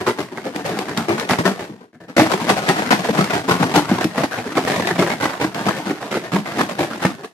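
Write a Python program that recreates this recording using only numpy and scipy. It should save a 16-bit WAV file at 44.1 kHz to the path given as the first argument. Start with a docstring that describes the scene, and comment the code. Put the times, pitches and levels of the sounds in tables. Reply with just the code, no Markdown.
"""A bicycle chain with a little liquid is shaken fast in a capped plastic bottle, near two microphones.
From the start, each throw lands the chain on the wall as a burst of link impacts: the wall booms and
knocks, the steel ticks, a small workshop answers. Between throws the links keep sliding. The sound fades
almost to silence near 1.9 s, returns at its loudest from 2.2 s, eases a little and ends after 7 s."""
import sys
import numpy as np
from scipy import signal
from scipy.fft import rfft, irfft
from scipy.io import wavfile

SR = 44100
rng = np.random.default_rng(int(sys.argv[2]) if len(sys.argv) > 2 else 0)


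def master(y):
    """Save y as 16-bit WAV."""
    cut = np.clip(np.atleast_2d(y).T, -1, 1)
    pcm = np.round(cut * 32767)  # scale
    wavfile.write(sys.argv[1], SR, pcm.astype(np.int16))


N = 323341
BURST_SAMPLES, WALL_BINS = 8192, 1600  # length of one burst, spectrum bins that the wall fills
# Where the bottle is held. Each row: time in seconds, left over right in dB, lead of the left in ms.
PLACE = [(0, .8, .1), (2.8, 2, .17), (4.5, .4, .05), (7.33, -.4, .03)]


def landings():
    """Inelastic collisions: the chain lands spread out in time, a bunched clump almost at once."""
    # Each row: start in seconds, knock in dB, boom over knock in dB, landing time in seconds,
    # pitch of the struck panel in Hz.
    throws = [(0, -27.5, 6, 0.013, 386), (.064, -18.5, 3.5, 0.016, 398), (0.181, -26.5, 0.5, 0.021, 416),
              (.31, -38.5, 5.5, .02, 227), (.362, -31.5, 1, .016, 390), (.444, -29.5, 8.5, .018, 242),
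              (.545, -29, 5, 0.022, 286), (.644, -24.5, 0, 0.021, 414), (.69, -27.5, 5.5, 0.024, 414),
              (.764, -27.5, 1.5, 0.026, 381), (0.88, -27, 4.5, .016, 420), (0.965, -25, 3.5, 0.023, 226),
              (1.082, -21.5, 5, 0.022, 220), (1.174, -23.5, -4, 0.017, 236), (1.295, -16, 0, .019, 258),
              (1.383, -20.5, 4.5, .012, 238), (1.447, -17.5, 0.5, .021, 430),
              (1.591, -29.5, 3.5, 0.022, 390), (1.685, -48.5, 18, .024, 210), (1.805, -47, 7.5, 0.021, 418),
              (1.929, -51.5, 9, 0.017, 243), (2.002, -43.5, 6, 0.02, 327), (2.08, -38.5, 4.5, 0.017, 262),
              (2.165, -12, 3, 0.025, 262.5), (2.3, -18, -12, 0.014, 374), (2.396, -24, 3, 0.013, 272),
              (2.456, -29.5, -3, 0.034, 177), (2.482, -15, -4, 0.018, 198), (2.562, -21, -12, 0.015, 168),
              (2.65, -24.5, -12, 0.031, 300), (2.682, -14, 4, 0.012, 283), (2.76, -23.5, -5.5, 0.025, 203),
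              (2.906, -11, -8.5, 0.014, 258), (3.039, -23.5, -10, .021, 227), (3.133, -25, 1, 0.017, 166),
              (3.172, -18.5, 3, 0.024, 192), (3.3, -20.5, -16, 0.0086, 300), (3.328, -19, 1, 0.022, 386),
              (3.48, -14, 1.5, .024, 262), (3.597, -19.5, 7.5, 0.02, 261), (3.74, -14, -0.5, 0.021, 292),
              (3.889, -24, 5, 0.029, 242), (4.004, -20, -3, 0.012, 317), (4.145, -26, -19, 0.089, 150),
              (4.167, -24.5, 7, 0.023, 278), (4.31, -25.5, -23, 0.024, 200), (4.376, -26, 5, 0.011, 244),
              (4.453, -33, 8.5, 0.0091, 406), (4.553, -20, 4, 0.018, 273), (4.668, -18, -2, .028, 331),
              (4.869, -20.5, -13, 0.013, 260), (4.982, -18, 4.5, 0.023, 330),
              (5.061, -22.5, -22, 0.013, 307), (5.094, -21, -1.5, .018, 258), (5.2, -20.5, -5, 0.04, 318),
              (5.301, -30, -17, 0.035, 290), (5.397, -22, 4, 0.025, 318), (5.546, -27.5, 1.5, 0.04, 292),
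              (5.655, -21.5, 3.5, 0.019, 325), (5.762, -27.5, -13, 0.012, 280),
              (5.856, -27.5, 1, 0.022, 334), (5.895, -25.5, 10, 0.011, 324), (6.003, -30, -0.5, 0.035, 306),
              (6.11, -22.5, 2, .028, 337), (6.224, -31.5, -3, 0.027, 426), (6.318, -22.5, 8, 0.026, 197),
              (6.453, -28, -6, 0.03, 330), (6.554, -27.5, 6, 0.035, 310), (6.585, -17.5, 0, 0.014, 344),
              (6.687, -27, -11, .012, 458), (6.784, -19.5, -0.5, 0.022, 335),
              (6.901, -30.5, -1.5, 0.02, 280), (7.018, -20.5, 0.5, 0.023, 322), (7.179, -41, 3, 0.02, 405),
              (7.232, -32.5, -4, 0.012, 450)]
    # Clumps hit the last throw's panel. Each row: start in seconds, knock in dB, boom over knock in dB.
    clumps = [(1.225, -18.5, 5), (1.329, -15.5, -11), (1.472, -14.5, 0), (2.193, -5, -7), (2.26, -19, -8),
              (2.333, -16, -1), (2.492, -11, -18), (2.694, -8.5, -32), (2.819, -19.5, -1.5),
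              (2.925, -13, -0.5), (3.088, -21, 6.5), (3.186, -11.5, 1), (3.523, -24, -1),
              (3.626, -13.5, -8), (3.763, -20, 10.5), (3.913, -21, 15), (3.982, -20.5, -1),
              (4.043, -17.5, 13), (4.234, -14, 3), (4.572, -13.5, 0), (4.714, -24, -10), (4.795, -14, -7.5),
              (4.905, -16.5, 2.5), (4.958, -20, -12), (5.02, -14.5, -1), (5.25, -14, -10), (5.441, -14, 1),
              (5.683, -13, -5.5), (6.141, -25, 1), (6.168, -23, 7), (6.357, -14, -0.5), (6.606, -17.5, 7),
              (7.048, -13, 3.5)]
    throw_tick_db, clump_tick_db, clump_s = -6.5, -10.5, 0.0037  # ticks are relative to the knock
    starts = np.transpose(throws)[0]
    for row in throws:
        yield *row, throw_tick_db
    for s, db, boom_db in clumps:
        panel_hz = throws[np.searchsorted(starts, s) - 1][-1]
        yield s, db, boom_db, clump_s, panel_hz, clump_tick_db


def chain_throws():
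    """Impact excitation: links arrive in a swell, then trail in. Gives wall sound and force on steel."""
    soft_db, hard_db = -50, -28  # softer landings ring lower corners and tick less
    wall, steel, t = np.zeros((2, N)), np.zeros((1, N)), np.arange(5000) / SR
    for s, db, boom_db, landing_s, panel_hz, tick_db in landings():
        hardness = np.clip((db - soft_db) / (hard_db - soft_db), 0, 1)
        corner_hz = 558.8 * 3.4 ** (hardness * rng.random() ** 1.8)
        progress = t / landing_s
        trail = 2 * np.exp(-(progress / 1.1) ** 1.1)
        hits = link_impacts(count=len(t), per_s=1500, uneven_db=4.0)
        hits[0] = 4.5  # the leading link strikes hard
        force = (progress + .25) * trail * hits
        bulk = (progress + .2) * trail * hits  # the heavy panels answer to the bulk of the chain
        boom, knock = gain_of(db + boom_db) * bulk, gain_of(db) * force
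        add(wall, round(s * SR), wall_burst(s, boom, knock, panel_hz, corner_hz))
        add(steel, round(s * SR), gain_of(db + tick_db - 3 * (1 - hardness)) * force[None])
    return wall, steel[0]


def link_impacts(count, per_s, uneven_db):
    """Shot noise: independent link impacts, a few much harder than the rest, scaled to unit power."""
    chance, hardness, sign = rng.random((count, 3)).T
    size = gain_of(uneven_db * np.minimum(-np.log(hardness + 1e-9), 4)) * (chance < per_s / SR)
    return size * np.sign(sign - .3) / np.sqrt(np.mean(size ** 2) + 1e-12)


def wall_burst(s, boom, knock, panel_hz, corner_hz):
    """Forced vibration: wide panels boom, stiff corners knock, each by its own path to the microphones."""
    # The wall's modes. Each row: frequency in Hz, level in dB, time to fall 60 dB in seconds.
    modes = [(123, 4, 0.043), (186, -1.5, 0.11), (230.5, -5, 0.1), (300, -3, 0.079), (335.4, -3, 0.07),
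             (433, 3, 0.038), (543, 5, 0.012), (713, 6.5, 0.028), (784.6, -8.5, 0.094), (855, 2, 0.026),
             (1085, 9, 0.0097), (1289, 8, 0.0067), (1583, 2, 0.021), (1824, 5, 0.018), (2070, -11.5, 0.013)]
    # The deepest mode as the bottle is turned. Each row: time in seconds, added level in dB.
    deepest = [(0, -3), (2.2, -2), (3.6, 2), (4.4, 4.5), (5.2, -3.5), (7.33, -5.5)]
    panels = [np.add(modes[0], (0, *curve(deepest, s), 0)), *modes[1:6]]
    corners = modes[6:]
    pan_db, lead_ms = curve(PLACE, s)
    lean, hz = gain_of(pan_db / 2), np.arange(WALL_BINS) * SR / BURST_SAMPLES
    half = rng.random(len(knock)) < .5  # the impacts fall on two neighbouring spots
    low = ring(boom, panels, panel_hz, favour_db=8.0, detune=0.072, uneven_db=4.0)
    pair = 0
    for spot, (offset, side) in zip((half, ~half), rng.uniform(-1.09, 1, (2, 2))):
        high = ring(knock * spot, corners, corner_hz, favour_db=4, detune=0.136, uneven_db=2.5)
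        delay = np.exp(-2j * np.pi * hz * (lead_ms + 0.19 * offset) / 1000)
        aside = gain_of(3.27 * side)
        left = (low / 2 + high * aside) * lean
        right = (low / 2 + high / aside) * delay / lean
        pair = pair + np.array([left, right])
    return irfft(pair, BURST_SAMPLES)


def ring(force, modes, struck_hz, favour_db, detune, uneven_db):
    """Modal superposition, as a spectrum: the mode nearest the struck pitch moves onto it, boosted."""
    hz, db, t60 = np.transpose(modes)
    shift, excess, sign = rng.standard_normal((len(modes), 3)).T
    nearest = np.arange(len(modes)) == np.argmin(abs(np.log(hz / struck_hz)))
    hz = np.where(nearest, struck_hz, hz * (1 + detune * shift))
    height = gain_of(db + np.where(nearest, favour_db, uneven_db * excess))
    height *= np.sign(sign + 0.43)  # some start inward, some outward
    jw = 2j * np.pi * np.arange(WALL_BINS)[:, None] * SR / BURST_SAMPLES
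    omega, damping = 2 * np.pi * hz, np.log(1000) / t60
    response = (height * omega / ((jw + damping) ** 2 + omega ** 2)).sum(1)  # decaying sines
    response /= np.sqrt(2 * np.sum(abs(response) ** 2) / BURST_SAMPLES)
    return rfft(force, BURST_SAMPLES)[:WALL_BINS] * response


def sliding_links():
    """Sliding contact: small impacts ring one spot after another. Gives wall sound and force on steel."""
    # Each row: time in seconds, knock level in dB.
    levels = [(0, -35), (.28, -45), (.77, -35.5), (1.08, -36), (1.53, -34.5), (1.79, -53.5), (1.94, -80),
              (2.15, -53), (2.25, -28.5), (3.25, -29), (3.41, -35.5), (3.67, -26.5), (4.31, -40),
              (4.76, -25), (5.41, -44), (5.73, -29.5), (6.25, -49), (6.55, -34.5), (7.1, -36), (7.33, -63)]
    span = 5000  # samples on one spot
    wall, steel, fade = np.zeros((2, N)), np.zeros((1, N)), np.sin(np.pi * np.arange(span) / span)
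    for at in range(0, N, span // 2):
        db, = curve(levels, (at + np.arange(span)) / SR)
        knock = gain_of(db) * fade * link_impacts(count=span, per_s=1100, uneven_db=4.5)
        panel_hz, corner_hz = 170 * 2.3 ** rng.random(), 600 * 3.3 ** rng.random()
        add(wall, at, wall_burst(at / SR, gain_of(1.5) * knock, knock, panel_hz, corner_hz))
        add(steel, at, gain_of(-4.5) * knock[None])
    return wall, steel[0]


def corner_raps():
    """Impulse response: one link raps a stiff corner, mostly while a throw lands, with a little boom."""
    # Each row: start in seconds, knock in dB, pitch of the corner in Hz.
    raps = [(0.382, -0.5, 800), (1.105, 6, 644), (3.21, 1, 710), (4.34, 0, 1510), (4.388, 2, 795),
            (4.848, 2, 1810), (5.066, 4, 1880), (5.082, 0, 800), (5.34, 1, 1100), (5.71, 6, 810),
            (6.029, -2, 1720), (6.459, -0.5, 736)]
    wall = np.zeros((2, N))
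    for s, db, corner_hz in raps:
        boom, knock = gain_of([db - 9.0]), gain_of([db])
        add(wall, round(s * SR), wall_burst(s, boom, knock, panel_hz=344, corner_hz=corner_hz))
    return wall


def link_cracks():
    """Hard contact: one link cracking on another is a single impulse of force on the steel."""
    # Each row: time in seconds, force in dB.
    cracks = [(.071, -27), (0.561, -2), (0.6633, -3.5), (0.789, 1.5), (0.9748, 5.5), (1.0974, -12),
              (1.1978, 3), (1.291, 0), (1.4463, -20), (2.168, 2), (2.492, 3), (2.6539, -7), (2.689, 9.5),
              (2.9066, 0), (3.243, 1), (3.3035, -23), (3.7621, 9), (4.0435, 3.5), (4.7605, -3),
              (4.872, 4.5), (5.546, -3.5), (6.115, -6), (6.7925, -15)]
    s, db = np.transpose(cracks)
    steel = np.zeros(N)
    steel[np.round(s * SR).astype(int)] = gain_of(db)
    return steel


def steel_ticks(force, t60, snap, coherence):
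    """High modal density: each impact of steel on steel is a snap and a puff of decaying noise."""
    # The ticks heard through the wall. Each row: frequency in Hz, relative spectral density in dB.
    spectrum = [(1300, -6.5), (2200, -3), (4500, -9), (11200, -21.5), (13700, -24.5), (14600, -43)]
    # The right microphone is brighter. Each row: frequency in Hz, right over left in dB.
    right_air = [(5000, -0.5), (8000, 2.5), (14000, 5)]
    pan_db, lead_ms = curve(PLACE, np.arange(N) / SR)
    fall = gain_of(-60 / (t60 * SR)) ** 2
    energy = signal.lfilter([1 - fall], [1, -fall], force ** 2)
    left_puff, right_puff = rng.standard_normal((2, N)) * np.sqrt(energy)
    left = left_puff + snap * force
    lag = np.round(lead_ms * SR / 1000).astype(int)
    delayed = left[np.maximum(np.arange(N) - lag, 0)]
    right = coherence * delayed + np.sqrt(1 - coherence ** 2) * right_puff
    pair = np.array([left, right]) * gain_of([pan_db / 2, -pan_db / 2])
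    hz = np.fft.rfftfreq(512, 1 / SR)
    colour, air = gain_of(at_hz(spectrum, hz)), gain_of(at_hz(right_air, hz) / 2)
    colour /= np.sqrt(np.mean(colour ** 2))
    taps = np.roll(irfft(colour * [1 / air, air]), 256, axis=1)
    return signal.oaconvolve(pair, taps, "same", axes=1)


def workshop(near):
    """Reverberation: sparse reflections die away band by band; the moving bottle keeps changing them."""
    # Each row: frequency in Hz, reverberation time in seconds.
    decay_times = [(120, 0.36), (1000, 0.25), (9000, 0.22)]
    # Bass comes mostly direct. Each row: frequency in Hz, level of the reflections in dB.
    levels = [(100, -13.5), (500, -23), (2000, -7.5), (10000, -1)]
    taps = np.zeros((3, 2, SR // 3))  # three patterns of reflections, two microphones
    at = np.arange(120, SR // 3 - 20, 20) + rng.integers(0, 20, (3, 2, (SR // 3 - 121) // 20))
    np.put_along_axis(taps, at, rng.choice([-1., 1.], at.shape), 2)
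    hz, t, bands = signal.stft(taps, SR, nperseg=256)
    decay = gain_of(-60 * t / at_hz(decay_times, hz)[:, None]) * (t > .002)
    decay /= np.sqrt((decay ** 2).sum(1, keepdims=True) * 128 / 20)  # energy 1 in every band
    tails = signal.istft(bands * decay * gain_of(at_hz(levels, hz))[:, None], SR, nperseg=256)[1]
    blend = np.sqrt(2 / 3) * np.cos(np.pi * (4.3 * np.arange(N) / SR + np.arange(3)[:, None] / 3))
    return signal.oaconvolve((near.mean(0) * blend)[:, None], tails, axes=2).sum(0)[:, :N]


def gain_of(db):
    """Amplitude ratio of a level in decibels."""
    return 10 ** (np.asarray(db) / 20)


def at_hz(points, hz):
    """Interpolation on a logarithmic frequency axis."""
    known_hz, value = np.transpose(points)
    return np.interp(np.log(hz + 1), np.log(known_hz + 1), value)


def curve(rows, t):
    """Linear interpolation of each column over time."""
    s, *columns = np.transpose(rows)
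    return [np.interp(t, s, column) for column in columns]


def add(mix, at, sound):
    """Superposition of a sound onto the mix from a given sample on."""
    part = mix[:, at:at + sound.shape[1]]
    part += sound[:, :part.shape[1]]


def scene():
    """Direct and reverberant fields add: the wall and the steel close by, then the workshop."""
    thrown, struck = chain_throws()
    slid, rubbed = sliding_links()
    near = thrown + slid + corner_raps()
    near += steel_ticks(struck + rubbed + link_cracks(), t60=0.024, snap=0.68, coherence=0.043)
    return near + workshop(near)


def record(dry):
    """Band limiting and saturation: small microphones lose deep bass, the input rounds off peaks."""
    thin = signal.sosfilt(signal.butter(3, 140, "high", fs=SR, output="sos"), dry)
    rounded = thin / (1 + abs(thin) ** 5) ** (1 / 5)
    lowpass = signal.firwin(255, 14700, window=("kaiser", 8), fs=SR)
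    return signal.oaconvolve(rounded, lowpass[None], "same")


dry = scene()
out = record(dry)
master(out)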